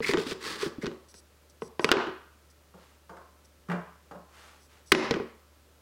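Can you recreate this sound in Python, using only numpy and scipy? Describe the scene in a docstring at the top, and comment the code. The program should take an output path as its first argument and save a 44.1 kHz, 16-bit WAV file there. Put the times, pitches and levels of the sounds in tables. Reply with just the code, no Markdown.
"""Wooden blocks in a plastic bucket

A hand slides small wooden blocks around a bucket on a workbench and drops two more in.
Each blow cracks in the block, rattles the wall and booms in the base. A sleeve swishes,
a machine hums and dull knocks come from elsewhere in the workshop. The close microphone
overloads on the hardest blows, and its gain control lets the room swell up behind them."""
import sys
import numpy as np
from scipy import signal
from scipy.fft import rfft, irfft, next_fast_len
from scipy.io import wavfile
from scipy.ndimage import uniform_filter1d

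SR = 44100
rng = np.random.default_rng(int(sys.argv[2]) if len(sys.argv) > 2 else 0)


def store_pcm(level_fs):
    """Save levels as 16-bit WAV."""
    pcm = np.round(np.clip(level_fs, -1, 1) * 32767).astype(np.int16)
    wavfile.write(sys.argv[1], SR, np.atleast_2d(pcm).T)


N = 256220
T = np.arange(N) / SR
RING_T = T[:SR // 4]  # the quarter second that one blow lasts


def amp(db):
    """Turns decibels into a gain."""
    return 10 ** (np.asarray(db) / 20)


def unit(x):
    """Scales a sound to an average (rms) level of one."""
    return x / np.sqrt(np.mean(x ** 2) + 1e-20)


def curve_at(points, hz):
    """Looks up values between a table's rows, on a log-frequency axis."""
    freqs, values = np.transpose(points)
    return np.interp(np.log(hz + 1), np.log(freqs + 1), values)


def add(mix, start, sound):
    """Mixes a sound in at a start time in seconds."""
    part = mix[max(round(start * SR), 0):][:len(sound)]
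    part += sound[:len(part)]


def cut(x, order, hz, kind):
    """Keeps the lows or the highs; a higher order cuts more steeply."""
    return signal.sosfilt(signal.butter(order, hz, kind, fs=SR, output="sos"), x)


def contact(hz, hard_hz):
    """A soft contact lasts longer, so it barely stirs frequencies above hard_hz."""
    return 1 / np.sqrt(1 + (hz / hard_hz) ** 3)


def colour(x, spectrum, hard_hz=np.inf):
    """Shapes a sound's lows and highs, then scales it to a level of one."""
    size = next_fast_len(len(x))
    hz = np.fft.rfftfreq(size, 1 / SR)
    shaped = rfft(x, size) * amp(curve_at(spectrum, hz)) * contact(hz, hard_hz)
    return unit(irfft(shaped, size)[:len(x)])


def mode(hz, t60):
    """One ringing tone that fades by 60 dB in t60 seconds."""
    return amp(-60 * RING_T / t60) * np.sin(2 * np.pi * hz * RING_T)


def dying(t60, rise):
    """A loudness curve that rises quickly and dies away; both times are in seconds."""
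    return np.exp(-np.log(1000) * RING_T / t60) * (1 - np.exp(-RING_T / rise))


def resonate(x, hz, width):
    """Makes a sound ring in a band around hz; the width is in Hz too."""
    turn = np.exp(2j * np.pi * np.cumsum(hz * np.ones(len(x))) / SR)
    decay = np.exp(-np.pi * width / SR)
    return unit((turn * signal.lfilter([1 - decay], [1, -decay], x / turn)).real)


def slips(per_s, spread_db):
    """Many tiny clicks of uneven size, like the slips of friction."""
    size = amp(spread_db * np.minimum(rng.exponential(1, N), 4))
    return rng.standard_normal(N) * size * (rng.random(N) < per_s / SR)


def stroke(start, rise, fall):
    """The loudness of one hand movement: it speeds up smoothly, then slows to rest."""
    ramp = np.interp(T, [start, start + rise, start + rise + fall], [0, 1, 0])
    return np.sin(np.pi / 2 * ramp) ** 1.84  # a higher power gives a sharper peak


def background():
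    """Faint hiss and a slightly wavering machine hum."""
    # Each row: a machine tone's pitch in Hz, level in dB.
    hum_tones = [(73.3, -63.5), (367, -90.5), (585, -77.5), (1318, -80.5)]
    # Each row: frequency in Hz, the hiss's relative level in dB.
    air_spectrum = [(20, -8.5), (60, 4.5), (200, 3), (550, 3), (700, -3), (1400, -3.5), (2100, -7),
                    (5000, -10), (9000, -13.5), (15500, -15.5)]
    waver = unit(uniform_filter1d(rng.standard_normal(N), SR // 4))
    wavering_t = T + 0.004 * np.cumsum(waver) / SR
    hum = sum(amp(db) * np.sqrt(2) * np.sin(2 * np.pi * hz * wavering_t) for hz, db in hum_tones)
    return hum + amp(-63) * colour(rng.standard_normal(N), air_spectrum)


def room(x, build_up):
    """The workshop's many scattered echoes, each frequency dying at its own speed."""
    # Each row: frequency in Hz, seconds for the echoes to fade by 60 dB.
    fade_times = [(100, 0.45), (350, 0.29), (1200, 0.57), (3000, 0.54), (6000, 0.41), (10000, 0.27),
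                  (16000, 0.16)]
    # Each row: frequency in Hz, the echoes' relative level in dB.
    echo_spectrum = [(60, -15.5), (200, 5.5), (400, 4), (700, 8.5), (1500, -5), (4000, -7), (8000, -2),
                     (16000, -9.5)]
    echoes = rng.choice([-1., 1.], SR) * (rng.random(SR) < 4000 / SR)
    hz, t, bands = signal.stft(echoes, SR, nperseg=256)
    bands *= np.exp(-np.log(1000) * t / curve_at(fade_times, hz)[:, None])
    bands *= amp(curve_at(echo_spectrum, hz))[:, None]
    tail = signal.istft(bands, SR, nperseg=256)[1][:SR] * (1 - np.exp(-T[:SR] / build_up))
    return signal.oaconvolve(x, tail / np.linalg.norm(tail))[:N]


def knocks():
    """Muffled blows on something heavy: a thud, a hollow tok and two low tones, with no deep bass."""
    # Each row: start in seconds, level in dB, hardness (where the treble is cut) in Hz, boom in dB.
    far_hits = [(2.741, -49, 1030, -52), (3.095, -42, 1366, -52.5), (3.168, -44.5, 1520, -64),
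                (3.686, -42, 1880, -32.5), (3.698, -34, 2180, -33.5), (3.715, -32.5, 2380, -37),
                (3.727, -59, 1660, -34), (4.1114, -41.5, 1460, -56), (4.152, -51, 1510, -47.5)]
    # Each row: frequency in Hz, the thud's relative level in dB.
    thud_spectrum = [(40, -29.5), (105, -44), (170, -17), (380, 8.5), (600, 1.5), (800, -0.5), (1350, 9.5),
                     (2100, 2.5), (3000, 4), (5000, 3), (14000, -10)]
    out = np.zeros(N)
    boom = mode(hz=180.6, t60=0.11) + amp(-8.5) * mode(hz=375, t60=0.14)
    boom *= 1 - np.exp(-RING_T / 0.002)
    tok = mode(hz=1065, t60=0.011)
    for start, db, hard_hz, boom_db in far_hits:
        thud = colour(rng.standard_normal(len(RING_T)), thud_spectrum) * dying(t60=0.081, rise=0.00069)
        # a padded contact cuts the treble steeply; only a little scuff remains above it
        muffled = cut(thud, 4, hard_hz, "lowpass")
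        knock = amp(5) * muffled + amp(-17.5) * thud + amp(3.5) * tok
        add(out, start, amp(db) * knock + amp(boom_db) * boom)
    return cut(out, 4, 125, "highpass")


def sleeve():
    """Cloth brushes past with a soft swish as the arm moves."""
    # Each row: start, time speeding up and time slowing down in seconds, level in dB.
    brushes = [(2.73, 0.092, .22, -63), (4.269, 0.14, 0.28, -55), (4.68, 0.037, 0.19, -61.5)]
    # Each row: frequency in Hz, the swish's relative level in dB.
    cloth_spectrum = [(200, -6.5), (600, -3), (1300, 5.5), (2800, -0.5), (5000, -5.5), (11000, -13),
                      (16000, -26.5)]
    level = sum(amp(db) * stroke(start, rise, fall) for start, rise, fall, db in brushes)
    return level * colour(slips(per_s=8700, spread_db=0.5), cloth_spectrum)


def high_hisses():
    """Light rubs wake a held block's high tones; the last sound is just a faint high hiss."""
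    # Each row: start in seconds, length in seconds, level in dB.
    # The last row is the hiss just before the loudest blow.
    hisses = [(1.083, 0.037, -59), (1.146, 0.054, -56), (1.495, 0.012, -61), (1.612, 0.067, -60),
              (1.804, 0.087, -53), (2.498, .016, -64), (3.444, 0.015, -63), (4.605, 0.06, -65.5),
              (4.859, .07, -59.5)]
    # Each row: a tone's pitch in Hz, half its filter's width in Hz, relative level in dB.
    high_tones = [(5260, 1100, 0.5), (5700, 220, -8.5), (7900, 330, -3.5), (10050, 330, -5.5)]
    attack_s, release_s = 0.0027, 0.008
    grain = slips(per_s=20000, spread_db=3)
    level = np.zeros(N)
    for start, length, db in hisses:
        fade_in = np.clip((T - start) / attack_s, 0, 1)
        fade_out = np.clip(1 - (T - start - length) / release_s, 0, 1)
        level += amp(db) * fade_in * fade_out
    hiss = sum(amp(db) * resonate(resonate(grain, hz, 2 * half_width), hz, 2 * half_width)
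               for hz, half_width, db in high_tones)
    return level * unit(hiss)


def sliding():
    """A pushed block's tiny slips hiss in the plastic, chatter in the wood and stir the base."""
    # Each row: start, time speeding up and time slowing down in seconds,
    # friction level in dB, chatter level in dB, chatter pitch in Hz.
    pushes = [(0, 0.1, 0.048, -33, -36.5, 2080), (.021, .008, .014, -49, -37.5, 1940),
              (.041, 0.0065, 0.0083, -61, -27.5, 2180), (.155, 0.045, 0.067, -40, -53, 3520),
              (0.237, 0.08, 0.029, -37, -51.5, 3600), (0.384, 0.089, 0.17, -36.5, -46.5, 1830),
              (0.572, 0.052, 0.088, -37, -47.5, 1550), (.805, 0.026, 0.031, -47, -47, 1940)]
    # Each row: frequency in Hz, the hiss's relative level in dB.
    hiss_spectrum = [(60, -14), (200, -1.5), (420, -1.5), (700, -11), (1080, 3), (1700, -1.5), (2800, -1.5),
                     (4600, 0), (6500, -9.5), (9000, -13), (12000, -21.5), (16000, -26)]
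    grip = unit(uniform_filter1d(rng.standard_normal(N), size=250))  # the block catches and lets go
    grain = slips(per_s=9000, spread_db=1.2) * amp(1.77 * grip)
    base = resonate(resonate(grain, hz=393, width=200), hz=396, width=270)
    friction = colour(grain, hiss_spectrum) + amp(-11) * base
    out = np.zeros(N)
    for start, rise, fall, friction_db, chatter_db, chatter_hz in pushes:
        chatter = resonate(resonate(grain, chatter_hz, width=860), chatter_hz, width=680)
        out += stroke(start, rise, fall) * (amp(friction_db) * friction + amp(chatter_db) * chatter)
    return out


def bucket():
    """The bucket rings low in its body and high in its wall; each wall tone is kept separate."""
    # Each row: pitch in Hz, level in dB, seconds to fade by 60 dB.
    bucket_tones = [(112, -17.5, 0.15), (137.6, -5, 0.059), (180, -6, 0.14), (230.5, -3, .16),
                    (296.3, -5, 0.054), (367, -10, 0.2), (537, -11.5, 0.21), (761, -12, .07),
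                    (1089, 5.5, 0.038), (1290, 0, .07), (1397, -4.5, 0.095), (1505, 5, .08),
                    (1623, 4, 0.049), (1848, -12.5, 0.07), (1920, 4.5, 0.094), (2214, -30, 0.034),
                    (2510, 5, 0.038), (2900, -8, 0.17), (3620, -11, 0.051), (4880, -3.5, 0.037)]
    body_top_hz = 650
    body = sum((-1) ** k * amp(db) * mode(hz, t60)
               for k, (hz, db, t60) in enumerate(bucket_tones) if hz < body_top_hz)
    wall_hz = np.array([hz for hz, _, _ in bucket_tones if hz >= body_top_hz])
    wall_tones = np.array([amp(db) * mode(hz, t60) for hz, db, t60 in bucket_tones if hz >= body_top_hz])
    return body, wall_hz, wall_tones


def block(pitch_hz):
    """The brief ring of a small piece of hardwood: the higher it is, the sooner it dies."""
    # Each row: multiple of the block's pitch, level in dB, cycles to fade by 60 dB.
    wood_tones = [(0.999, 0.5, 20.4), (1.901, -8, 38)]
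    return sum(amp(db) * mode(pitch_hz * multiple, t60=cycles / (pitch_hz * multiple))
               for multiple, db, cycles in wood_tones)


def blows(crack_t60, directions):
    """Blocks strike the bucket. Gives one sound per direction, each with its own crack and rattle."""
    # A block falls, bounces or hits another, and rings. Each row: start in seconds, crack in dB,
    # hardness in Hz, block ring in dB, block pitch in Hz, base boom in dB, base pitch in Hz, body in dB.
    clacks = [(.136, -20.5, 3000, -20, 3620, -19, 366, -34.5),
              (.172, -24, 3980, -36, 3830, -26.5, 425, -30.5), (.311, -29, 8040, -28, 3690, -40, 404, -56),
              (.858, -33.5, 7000, -47, 5400, -40, 364, -53),
              (0.866, -26.5, 8000, -29, 2790, -45, 360, -32.5),
              (1.142, -47.5, 9200, -38.5, 5700, -49, 424, -56.5),
              (1.6202, -32.5, 1200, -31.5, 1070, -25.5, 439, -37),
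              (1.7948, -20, 1403, -23, 1000, -23, 346, -44),
              (1.8446, -9.5, 3980, -7.5, 2420, -10.5, 428, -22),
              (1.8508, -21.5, 7130, -26, 5300, -29.5, 450, -37),
              (1.891, -22.5, 3500, -10.5, 1425, -39, 500, -41),
              (1.9156, -1.5, 4600, 1.5, 1502, -6, 370, -46), (1.924, -7, 3000, -4, 1520, -30, 416, -42),
              (1.9698, -23, 2000, -13.5, 1180, -13, 355, -31.5),
              (4.9193, 0.5, 4550, 4.5, 2030, 1, 393.4, -4), (4.9223, 1, 9200, 4, 5140, -9.5, 218, -11),
              (4.9301, -18, 2970, -3, 2030, -1.5, 335, -42),
              (4.9489, -6.5, 3500, -8, 2350, -22.5, 434, -24.5),
              (5.1097, -17.5, 6840, -14, 2250, -15, 449, -24),
              (5.14, -22.5, 2800, -25.5, 2230, -38, 400, -27)]
    # A held or settling block leans into the base without ringing.
    # Each row: start in seconds, force in dB, hardness in Hz, base pitch in Hz, body in dB.
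    bumps = [(.004, -21.5, 1500, 443, -33.5), (0.092, -13, 3000, 397, -31), (0.125, -27, 1200, 390, -36),
             (.143, -7, 1200, 365, -32), (.183, -14.5, 2200, 413, -31), (0.265, -25, 2500, 273, -40.5),
             (.317, -21, 2500, 390, -34), (0.6301, -16.5, 3000, 411, -50), (.662, -21, 2500, 348, -31),
             (0.783, -31, 450, 295, -38.5), (0.8315, -26.5, 3500, 452, -27), (.845, -21, 3030, 403, -61),
             (0.877, -19, 500, 357, -35), (0.915, -31, 2500, 392, -53), (1.937, -4.5, 2500, 404, -55.5),
             (2.07, -22.5, 2000, 335, -47.5), (2.082, -25.5, 1000, 394, -41), (5.159, -22, 2500, 354, -47),
             (5.166, -14.5, 450, 356, -39), (5.2, -21.5, 500, 413, -34.5), (5.22, -32.5, 2000, 430, -45)]
    # Wood on plastic shakes briefly at many frequencies. Each row: frequency in Hz, relative level in dB.
    crack_spectrum = [(30, -38), (150, -9.5), (450, 8), (680, -12), (1100, 3.5), (2000, -4), (3200, -1),
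                      (5200, -5.5), (7000, -12.5), (11000, -32), (16000, -35)]
    bump_crack_db, wall_db, thump_db, thump_hz = -12, -20, 10, 259
    body, wall_hz, wall_tones = bucket()
    burst = dying(crack_t60, rise=0.0001) / np.sqrt(crack_t60 / 0.022)  # same energy at any length
    hits = [(start, db, hard_hz, amp(ring_db) * block(ring_hz), boom_db, boom_hz, body_db)
            for start, db, hard_hz, ring_db, ring_hz, boom_db, boom_hz, body_db in clacks]
    hits += [(start, force_db + bump_crack_db, hard_hz, 0, force_db, boom_hz, body_db)
             for start, force_db, hard_hz, boom_hz, body_db in bumps]
    out = np.zeros((directions, N))
    for start, crack_db, hard_hz, ring, boom_db, boom_hz, body_db in hits:
        # the blocks' weight tunes the thin base, which takes a moment to get going
        boom = np.sin(2 * np.pi * boom_hz * RING_T) * dying(t60=0.059, rise=0.002)
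        tones = ring + amp(boom_db) * boom + amp(body_db) * body
        for direction in out:
            impact = colour(rng.standard_normal(len(RING_T)), crack_spectrum, hard_hz) * burst
            wall = (rng.choice([-1, 1], len(wall_hz)) * contact(wall_hz, hard_hz)) @ wall_tones
            # the low part of the impact is the whole bucket's thump
            thump = amp(body_db + thump_db) * cut(impact, 3, thump_hz, "lowpass")
            crack = cut(impact, 3, thump_hz, "highpass")
            add(direction, start, amp(crack_db) * (crack + amp(wall_db) * wall) + thump + tones)
    return out


def scene():
    """The bucket is close, with little echo; the knocks are farther off and carry more of the room."""
    direct = blows(crack_t60=0.02, directions=1)[0]
    scattered = blows(crack_t60=0.036, directions=3)  # longer from bouncing around inside the bucket
    friction = sliding() + sleeve()
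    far = knocks()
    echoes = amp(-18.5) * sum(room(way, build_up=0.0023) for way in scattered)
    echoes += amp(-12) * room(friction, build_up=0.01) + amp(-1.5) * room(far, build_up=0.00088)
    return (direct + friction + high_hisses() + amp(1.5) * far + echoes + background())[None]


def gain_control(x, threshold_db, recover_db_per_s, attack_s, share):
    """Turns the gain down by a share of the excess just after a loud peak, then lets it creep back."""
    peak_db = 20 * np.log10(abs(x).max(0) + 1e-9)
    over_db = share * np.maximum(peak_db - threshold_db, 0)
    recovery_db = T * recover_db_per_s
    held_db = np.maximum.accumulate(over_db + recovery_db) - recovery_db
    lag = np.exp(-1 / (attack_s * SR))
    return x * amp(-signal.lfilter([1 - lag], [1, -lag], held_db))


def record(dry):
    """The microphone turns loud blows down, clips what is still too loud and loses the top treble."""
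    ceiling, top_hz = amp(-8.4), 15950
    levelled = gain_control(dry, threshold_db=-12.5, recover_db_per_s=137.5, attack_s=0.0046, share=0.75)
    clipped = np.clip(levelled, -ceiling, ceiling)
    treble_cut = signal.firwin(401, top_hz, window=("kaiser", 8), fs=SR)
    return signal.oaconvolve(clipped, treble_cut[None], "same")


dry = scene()
out = record(dry)
store_pcm(out)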